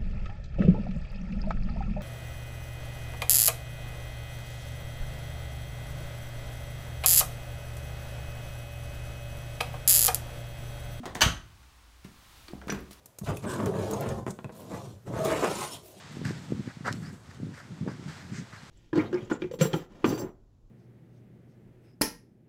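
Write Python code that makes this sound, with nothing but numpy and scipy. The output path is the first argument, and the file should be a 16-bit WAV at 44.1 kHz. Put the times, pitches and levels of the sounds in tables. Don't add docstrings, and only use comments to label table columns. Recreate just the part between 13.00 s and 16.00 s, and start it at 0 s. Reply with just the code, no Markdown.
import sys
import numpy as np
from scipy import signal
from scipy.fft import rfft, irfft
from scipy.io import wavfile
from scipy.ndimage import uniform_filter1d

SR = 44100
rng = np.random.default_rng(int(sys.argv[2]) if len(sys.argv) > 2 else 0)


def wav_record(signal):
    frames = np.transpose(np.atleast_2d(signal))
    bounded = np.clip(frames, -1, 1)
    quanta = np.round(bounded * 32767).astype(np.int16)
    wavfile.write(sys.argv[1], SR, quanta)


N = 132300

# (frequency [Hz], relative level [dB])
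SHEET_SPECTRUM = [(25, -27), (55, -10.5), (95, 6), (210, 6.5), (285, -1.5), (370, 3), (620, -3),
                  (780, -6.5), (1080, -6), (1800, -16), (2800, -22), (4800, -28.5), (7000, -27.5),
                  (9300, -31.5), (11500, -34.5), (16000, -42.5)]


def amp(db):
    return 10 ** (np.asarray(db) / 20)


def unit_rms(x):
    return x / np.sqrt(np.mean(x ** 2) + 1e-20)


def unit_energy(x):
    return x / (np.linalg.norm(x) + 1e-12)


def decay(t, t60):
    return np.exp(-np.log(1000) * t / t60)


def curve(points, hz):
    f, value = np.transpose(points)
    return np.interp(np.log(hz + 1), np.log(f + 1), value)


def add(mix, start, sound):
    part = mix[max(round(start * SR), 0):][:len(sound)]
    part += sound[:len(part)]


def colour(x, gain, size=4096):
    log_gain = np.log(np.maximum(gain(abs(np.fft.fftfreq(size, 1 / SR))), 1e-5))
    taps = np.fft.ifft(np.exp(np.conj(signal.hilbert(log_gain)))).real
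    return signal.fftconvolve(x, taps[:size // 2])[:len(x)]


def flicker(depth_db, rate_hz):
    rolloff = 1 + (np.fft.rfftfreq(N, 1 / SR) / rate_hz) ** 2
    drift = unit_rms(irfft(rfft(rng.standard_normal(N)) / rolloff, N))
    return amp(depth_db * drift)


def contact_ripple(hz, depth_db=0.6):
    grid_hz = np.arange(0, 23000, 260)
    ripple = np.interp(hz, grid_hz, rng.standard_normal(len(grid_hz)))
    return amp(-depth_db * ripple * np.minimum(hz / 2500, 1))


def diffuse_tail(decay_times, size=22050):
    t, hz = np.arange(size) / SR, np.fft.rfftfreq(size, 1 / SR)
    noise, out = rfft(rng.standard_normal(size)), 0
    for centre_hz, t60 in decay_times:
        share = curve([(f, float(f == centre_hz)) for f, _ in decay_times], hz)
        out += irfft(noise * share, size) * unit_energy(decay(t, t60))
    power = uniform_filter1d(abs(rfft(out)) ** 2, size=41)
    return unit_energy(colour(out, lambda f: np.interp(f, hz, abs(power) + 1e-12) ** -.5))


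def band(x, k):
    edges_hz = (0, 140, 280, 800, 3200, 0)
    for hz, kind in zip(edges_hz[k:], ("high", "low")):
        if hz:
            x = signal.sosfilt(signal.butter(4, hz, kind, fs=SR, output="sos"), x)
    return x


def forest_air():
    # (frequency [Hz], relative level [dB])
    spectrum = [(20, -24), (70, 4.5), (190, -4.5), (300, -8.5), (520, -4.5), (1000, -12.5), (2000, -20),
                (6000, -24), (16000, -28.5)]
    return amp(-61.5) * unit_rms(colour(rng.standard_normal(N), lambda f: amp(curve(spectrum, f))))


def tree_echo(source):
    # (frequency [Hz], T60 [s])
    decay_times = [(100, 1), (1000, 0.2), (6000, 0.33), (15000, 0.43)]
    return amp(-12) * signal.fftconvolve(source, diffuse_tail(decay_times))


def rustles():
    # (time [s], duration [s], level [dB])
    shifts = [(1.528, 0.14, -57), (2.696, 0.083, -51), (2.818, .13, -53.5)]
    # (frequency [Hz], relative level [dB])
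    spectrum = [(500, -13), (3000, -3.5), (7000, -6), (11000, 0), (16000, -0.5)]
    swell = np.zeros(N)
    for start, length, db in shifts:
        add(swell, start, amp(db) * np.sin(np.pi * np.arange(0, length, 1 / SR) / length))
    crackle = rng.standard_normal(N) * flicker(depth_db=2.5, rate_hz=300)
    return swell * unit_rms(colour(crackle, lambda f: amp(curve(spectrum, f))))


def rail_clinks():
    # (time [s], peak level [dB])
    strikes = [(0.371, -37.5), (1.4445, -40)]
    out, t = np.zeros(N), np.arange(SR // 5) / SR
    pair = np.mean([np.sin(2 * np.pi * hz * t) for hz in (2510, 2598)], axis=0)
    for start, db in strikes:
        add(out, start, amp(db) * pair * decay(t, t60=0.044))
    return out


def rail_hiss():
    grit = rng.standard_normal(N) * flicker(depth_db=1.4, rate_hz=248)
    spectra = signal.stft(grit, nperseg=512, noverlap=384)[2]
    patches = uniform_filter1d(rng.standard_normal(spectra.shape), size=4, axis=0)
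    patches_db = 3 * unit_rms(uniform_filter1d(patches, size=11, axis=1))
    grit = signal.istft(spectra * amp(patches_db), nperseg=512, noverlap=384)[1][:N]
    return colour(grit, lambda f: amp(curve(SHEET_SPECTRUM, f)))


def grit_snaps():
    # (time [s], relative level [dB], relative top-octave level [dB])
    cracks = [(0.0583, -31.5, -8.5), (0.1862, -25.5, -10.5), (0.3696, -31, -11), (0.659, -27, -13),
              (0.911, -24.5, -8), (0.9347, -29.5, -27), (1.008, -27, -4), (1.0887, -29.5, -25),
              (1.264, -42, -18), (1.306, -30, -21), (1.4436, -46, -17), (1.564, -42, -9), (2.249, -23, -10),
              (2.4433, -26, -28), (2.5534, -26.5, -31)]
    # (frequency [Hz], relative level [dB])
    spectrum = [(200, 8), (1500, -8), (3000, -9), (4200, -3), (5000, -2.5), (6600, 4), (8500, 2),
                (11000, -3), (14000, -7), (16000, -2.5)]
    out, t = np.zeros(N), np.arange(SR // 8) / SR
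    for start, db, top_db in cracks:
        burst = rng.standard_normal(len(t)) * decay(t, t60=0.036)
        shelf = [(8000, 0), (12000, top_db + 16)]
        crack = colour(burst, lambda f: contact_ripple(f) * amp(curve(spectrum, f) + curve(shelf, f)))
        add(out, start, amp(db + 12.5) * unit_energy(crack))
    return out


def squeaks():
    # (time [s], duration [s], frequency [Hz], bandwidth per filter pass [Hz], level [dB])
    resonances = [(0.334, 0.062, 9700, 900, -58.5), (0.459, 0.096, 1570, 220, -45),
                  (0.463, 0.059, 7730, 160, -55), (0.461, .09, 8400, 1000, -51.5),
                  (.652, 0.055, 409, 81, -29), (0.927, 0.015, 6520, 300, -44),
                  (1.096, 0.0091, 6460, 300, -50), (1.269, 0.049, 7560, 4500, -54.5),
                  (2.166, .17, 645, 56, -35.5), (2.526, 0.025, 9300, 400, -45),
                  (2.585, 0.096, 9320, 220, -50), (2.60, 0.036, 6320, 99, -56),
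                  (2.711, 0.028, 5400, 199, -43.5), (2.715, 0.056, 3150, 700, -51),
                  (2.706, 0.04, 9300, 1600, -48.5)]
    attack_s, release_s = 0.0083, 0.0033
    out, t = np.zeros(N), np.arange(SR // 4) / SR
    chatter = flicker(depth_db=-0.5, rate_hz=110)
    for start, length, hz, width_hz, db in resonances:
        noise = rng.standard_normal(len(t)) + 1j * rng.standard_normal(len(t))
        drive = noise * np.roll(chatter, -round(start * SR))[:len(t)]
        pole = np.exp(-np.pi * width_hz / SR)
        for _ in range(2):
            drive = signal.lfilter([1 - pole], [1, -pole], drive)
        tone = (drive * np.exp(2j * np.pi * hz * t)).real
        envelope = np.minimum(t / attack_s, 1) * np.exp(-np.maximum(t - length, 0) / release_s)
        add(out, start, amp(db) * envelope * unit_rms(tone))
    return out


def door_ring():
    # (frequency [Hz], relative energy [dB], T60 [s])
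    door_modes = [(112, -6.5, 0.092), (160, -9, 0.074), (205.7, -5, 0.25), (364.2, -3, 0.067),
                  (428.3, -8, 0.2), (469.6, -17, 0.48), (596, -13.5, 0.48), (647.6, -8, 0.11),
                  (1035, -8, 0.067), (1175, -27, 0.083), (1187, -31, 0.12), (1496, -23, 0.18),
                  (1955, -25.5, 0.23), (2200, -33, 0.23), (3430, -26.5, 0.24)]
    # (frequency [Hz], T60 [s])
    decay_times = [(100, 0.063), (500, 0.098), (1500, 0.059), (5000, 0.011), (15000, 0.028)]
    first_push, detune, sheet_db = 0.87, 0.0062, 8
    dense = diffuse_tail(decay_times, size=8192)
    dense[0] += first_push
    sheet = colour(dense, lambda f: amp(curve(SHEET_SPECTRUM, f)) * contact_ripple(f))
    ring = amp(sheet_db) * unit_energy(sheet)
    t = np.arange(len(ring)) / SR
    for hz, db, t60 in door_modes:
        polarity = rng.choice([-1, 1])
        hz *= 1 + detune * rng.standard_normal()
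        ring += amp(db) * polarity * unit_energy(np.sin(2 * np.pi * hz * t) * decay(t, t60))
    return unit_energy(ring)


def door_knocks():
    # (time [s], relative level [dB], boom [dB], tilt [dB/octave], rebound [dB])
    bumps = [(.214, -8.5, 16.5, 0.5, 0.5), (0.277, -2.5, 3.5, -0.5, -1), (0.292, -12.5, 9, -1, -2),
             (0.32, -19, -3, -2, -2), (0.441, -9.5, -3, 0.5, 1.5), (.594, -7, -21, -1.5, 1.5),
             (0.663, -6, -2, 2, -2), (0.671, -4, -1.5, -8, 1), (.797, -3, -5, -3.5, -31),
             (1.077, -19, -23, 0, -10), (1.221, -18, -1, -5, -14), (1.266, -2, -2, 0.5, -33),
             (1.280, -2, -1, -1, -29), (1.297, -8.5, 7.5, -1, 0.5), (1.3895, -11, 0.5, 1, -10),
             (1.4447, -4, 10, 0.5, -37), (1.494, -14, -5, -1, -9), (1.709, -16.5, -20, -2, -9),
             (1.734, -28, 0, -5, -15), (2.073, -9.5, 5, -3.5, -8), (2.113, -18, -5, -14, -10),
             (2.138, -8, -10, -2.5, -8), (2.245, -13, 16, -4, -11), (2.326, -10, -11, -19, -15),
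             (2.425, 1.5, -23, -3, 1), (2.447, 1, -15, 1.5, -9)]
    cutoff_hz, rebound_s = 4400, 0.007
    out = np.zeros(N)
    for start, db, boom_db, tilt, rebound_db in bumps:
        def contact(f):
            treble_db = tilt * np.log2(np.maximum(f, 300) / 500)
            bass_db = curve([(200, boom_db), (320, 0)], f)
            return amp(treble_db + bass_db) / (1 + (f / cutoff_hz) ** 7)
        blow = amp(db - 1) * unit_energy(colour(door_ring(), contact))
        add(out, start, blow)
        add(out, start + rebound_s * rng.uniform(.6, 1.5), amp(rebound_db) * blow)
    return out


def panel_rattle(slips_per_s=1400, spread_db=3, smooth_share=0.66, contacts=36):
    slips = (rng.random(N) < slips_per_s / SR) * rng.choice([-1, 1], N)
    slips = slips * amp(spread_db * np.minimum(rng.exponential(1, N), 3.5))
    friction = unit_rms(slips) + smooth_share * rng.standard_normal(N)
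    hop = N // contacts + 1
    crossfade = np.sin(np.pi * np.arange(2 * hop) / (2 * hop))
    friction, out = np.pad(friction, (hop, 2 * hop)), np.zeros(N + hop)
    for at in range(0, N + hop, hop):
        add(out, at / SR, signal.fftconvolve(friction[at:at + 2 * hop] * crossfade, door_ring()))
    return out[hop:]


def door_scrape():
    # (time [s], rumble [dB], boom [dB], body [dB], rasp [dB], hiss [dB])
    jerk = [(0.235, -33.5, -37, -38, -64, -57), (0.251, -45, -55, -60, -57, -49.5),
            (0.275, -32, -43, -39, -39.5, -51), (0.295, -25, -56, -34, -38.5, -47),
            (0.333, -37, -43, -33.5, -42.5, -58), (0.361, -44, -56, -41.5, -61, -55),
            (0.373, -39, -59, -45, -56, -55), (0.387, -39, -45, -46, -57, -60),
            (0.415, -58, -45, -58, -56, -56.5)]
    lift = [(0.42, -43, -52, -68, -57, -60), (0.444, -51, -32.5, -35.5, -45.5, -52.5),
            (0.468, -59, -31.5, -33, -48, -64), (0.5, -39.5, -38.5, -35.5, -39.5, -43.5),
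            (0.624, -66, -27.5, -32.5, -42.5, -55), (0.676, -57, -27.5, -37, -41.5, -52),
            (0.704, -38, -31, -36, -49, -55.5), (0.738, -58, -31, -31, -43.5, -57.5),
            (0.774, -42, -30.5, -31.5, -44.5, -52), (0.858, -39, -36, -32.5, -47.5, -49),
            (0.958, -42, -29.5, -30.5, -44, -52.5), (0.972, -37, -35, -32.5, -46.5, -51),
            (1.044, -73, -33.5, -32.5, -42, -54.5), (1.08, -30, -32.5, -33.5, -43.5, -53.5),
            (1.19, -41.5, -36.5, -38, -51, -59), (1.245, -41, -46, -47, -58.5, -70)]
    nudge = [(1.52, -65, -51, -59, -63, -62.5), (1.59, -71, -49, -48, -60.5, -62.5),
             (1.694, -81, -45, -48, -62.5, -60), (1.736, -44, -36, -38, -44.5, -54.5),
             (1.778, -45, -43, -41, -48, -53.5), (1.936, -50, -47.5, -53, -70, -63),
             (1.974, -45.5, -69, -68, -84, -76), (2.0, -80, -73, -73, -86, -88)]
    release = [(2.03, -61, -80, -75, -90, -90), (2.078, -36, -46, -40, -46, -55.5),
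               (2.11, -41, -32.5, -36.5, -55.5, -62), (2.138, -34, -56, -44, -45.5, -56.5),
               (2.172, -36, -31, -32.5, -37.5, -49.5), (2.228, -51, -36, -32.5, -41.5, -48.5),
               (2.246, -55, -31, -30, -37, -41.5), (2.334, -42, -43.5, -29, -33, -44),
               (2.412, -47, -38, -35.5, -40, -44.5), (2.432, -51, -38, -26, -30, -40),
               (2.472, -61, -33, -30, -33.5, -42.5), (2.57, -49, -39.5, -38.5, -43.5, -42),
               (2.632, -52, -45, -39.5, -32.5, -37.5), (2.712, -69, -50, -48.5, -53, -48.5),
               (2.742, -56.5, -51.5, -43, -56, -43), (2.816, -60.5, -59, -60, -66, -65.5),
               (2.836, -64, -103, -55, -76, -67), (3.0, -72, -45.5, -54, -68, -56.5)]
    pulls = [np.array(pull) for pull in (jerk, lift, nudge, release)]
    out, t = np.zeros(N), np.arange(N) / SR
    sources = [panel_rattle()] * 4 + [rail_hiss()]
    for k, source in enumerate(sources):
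        envelope = sum(amp(np.interp(t, pull[:, 0], pull[:, k + 1], -120, -120)) for pull in pulls)
        part = band(source, k)
        running_rms = np.sqrt(uniform_filter1d(part ** 2, size=2200) + 1e-12)
        out += amp(-1) * uniform_filter1d(envelope, size=200) * part / running_rms
    judder = unit_rms(flicker(depth_db=1.22, rate_hz=40.3))
    return out * judder


def scene():
    door = door_scrape() + door_knocks() + grit_snaps() + squeaks() + rail_clinks()
    out = door + rustles() + forest_air()
    add(out, start=0.012, sound=tree_echo(door))
    return out[None]


def record(dry, low_cut_hz=34, high_cut_hz=15600):
    thinned = signal.sosfilt(signal.butter(2, low_cut_hz, "high", fs=SR, output="sos"), dry)
    low_pass = signal.firwin(301, high_cut_hz, window=("kaiser", 9), fs=SR)
    return signal.oaconvolve(thinned, low_pass[None], "same")


dry = scene()
out = record(dry)
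wav_record(out)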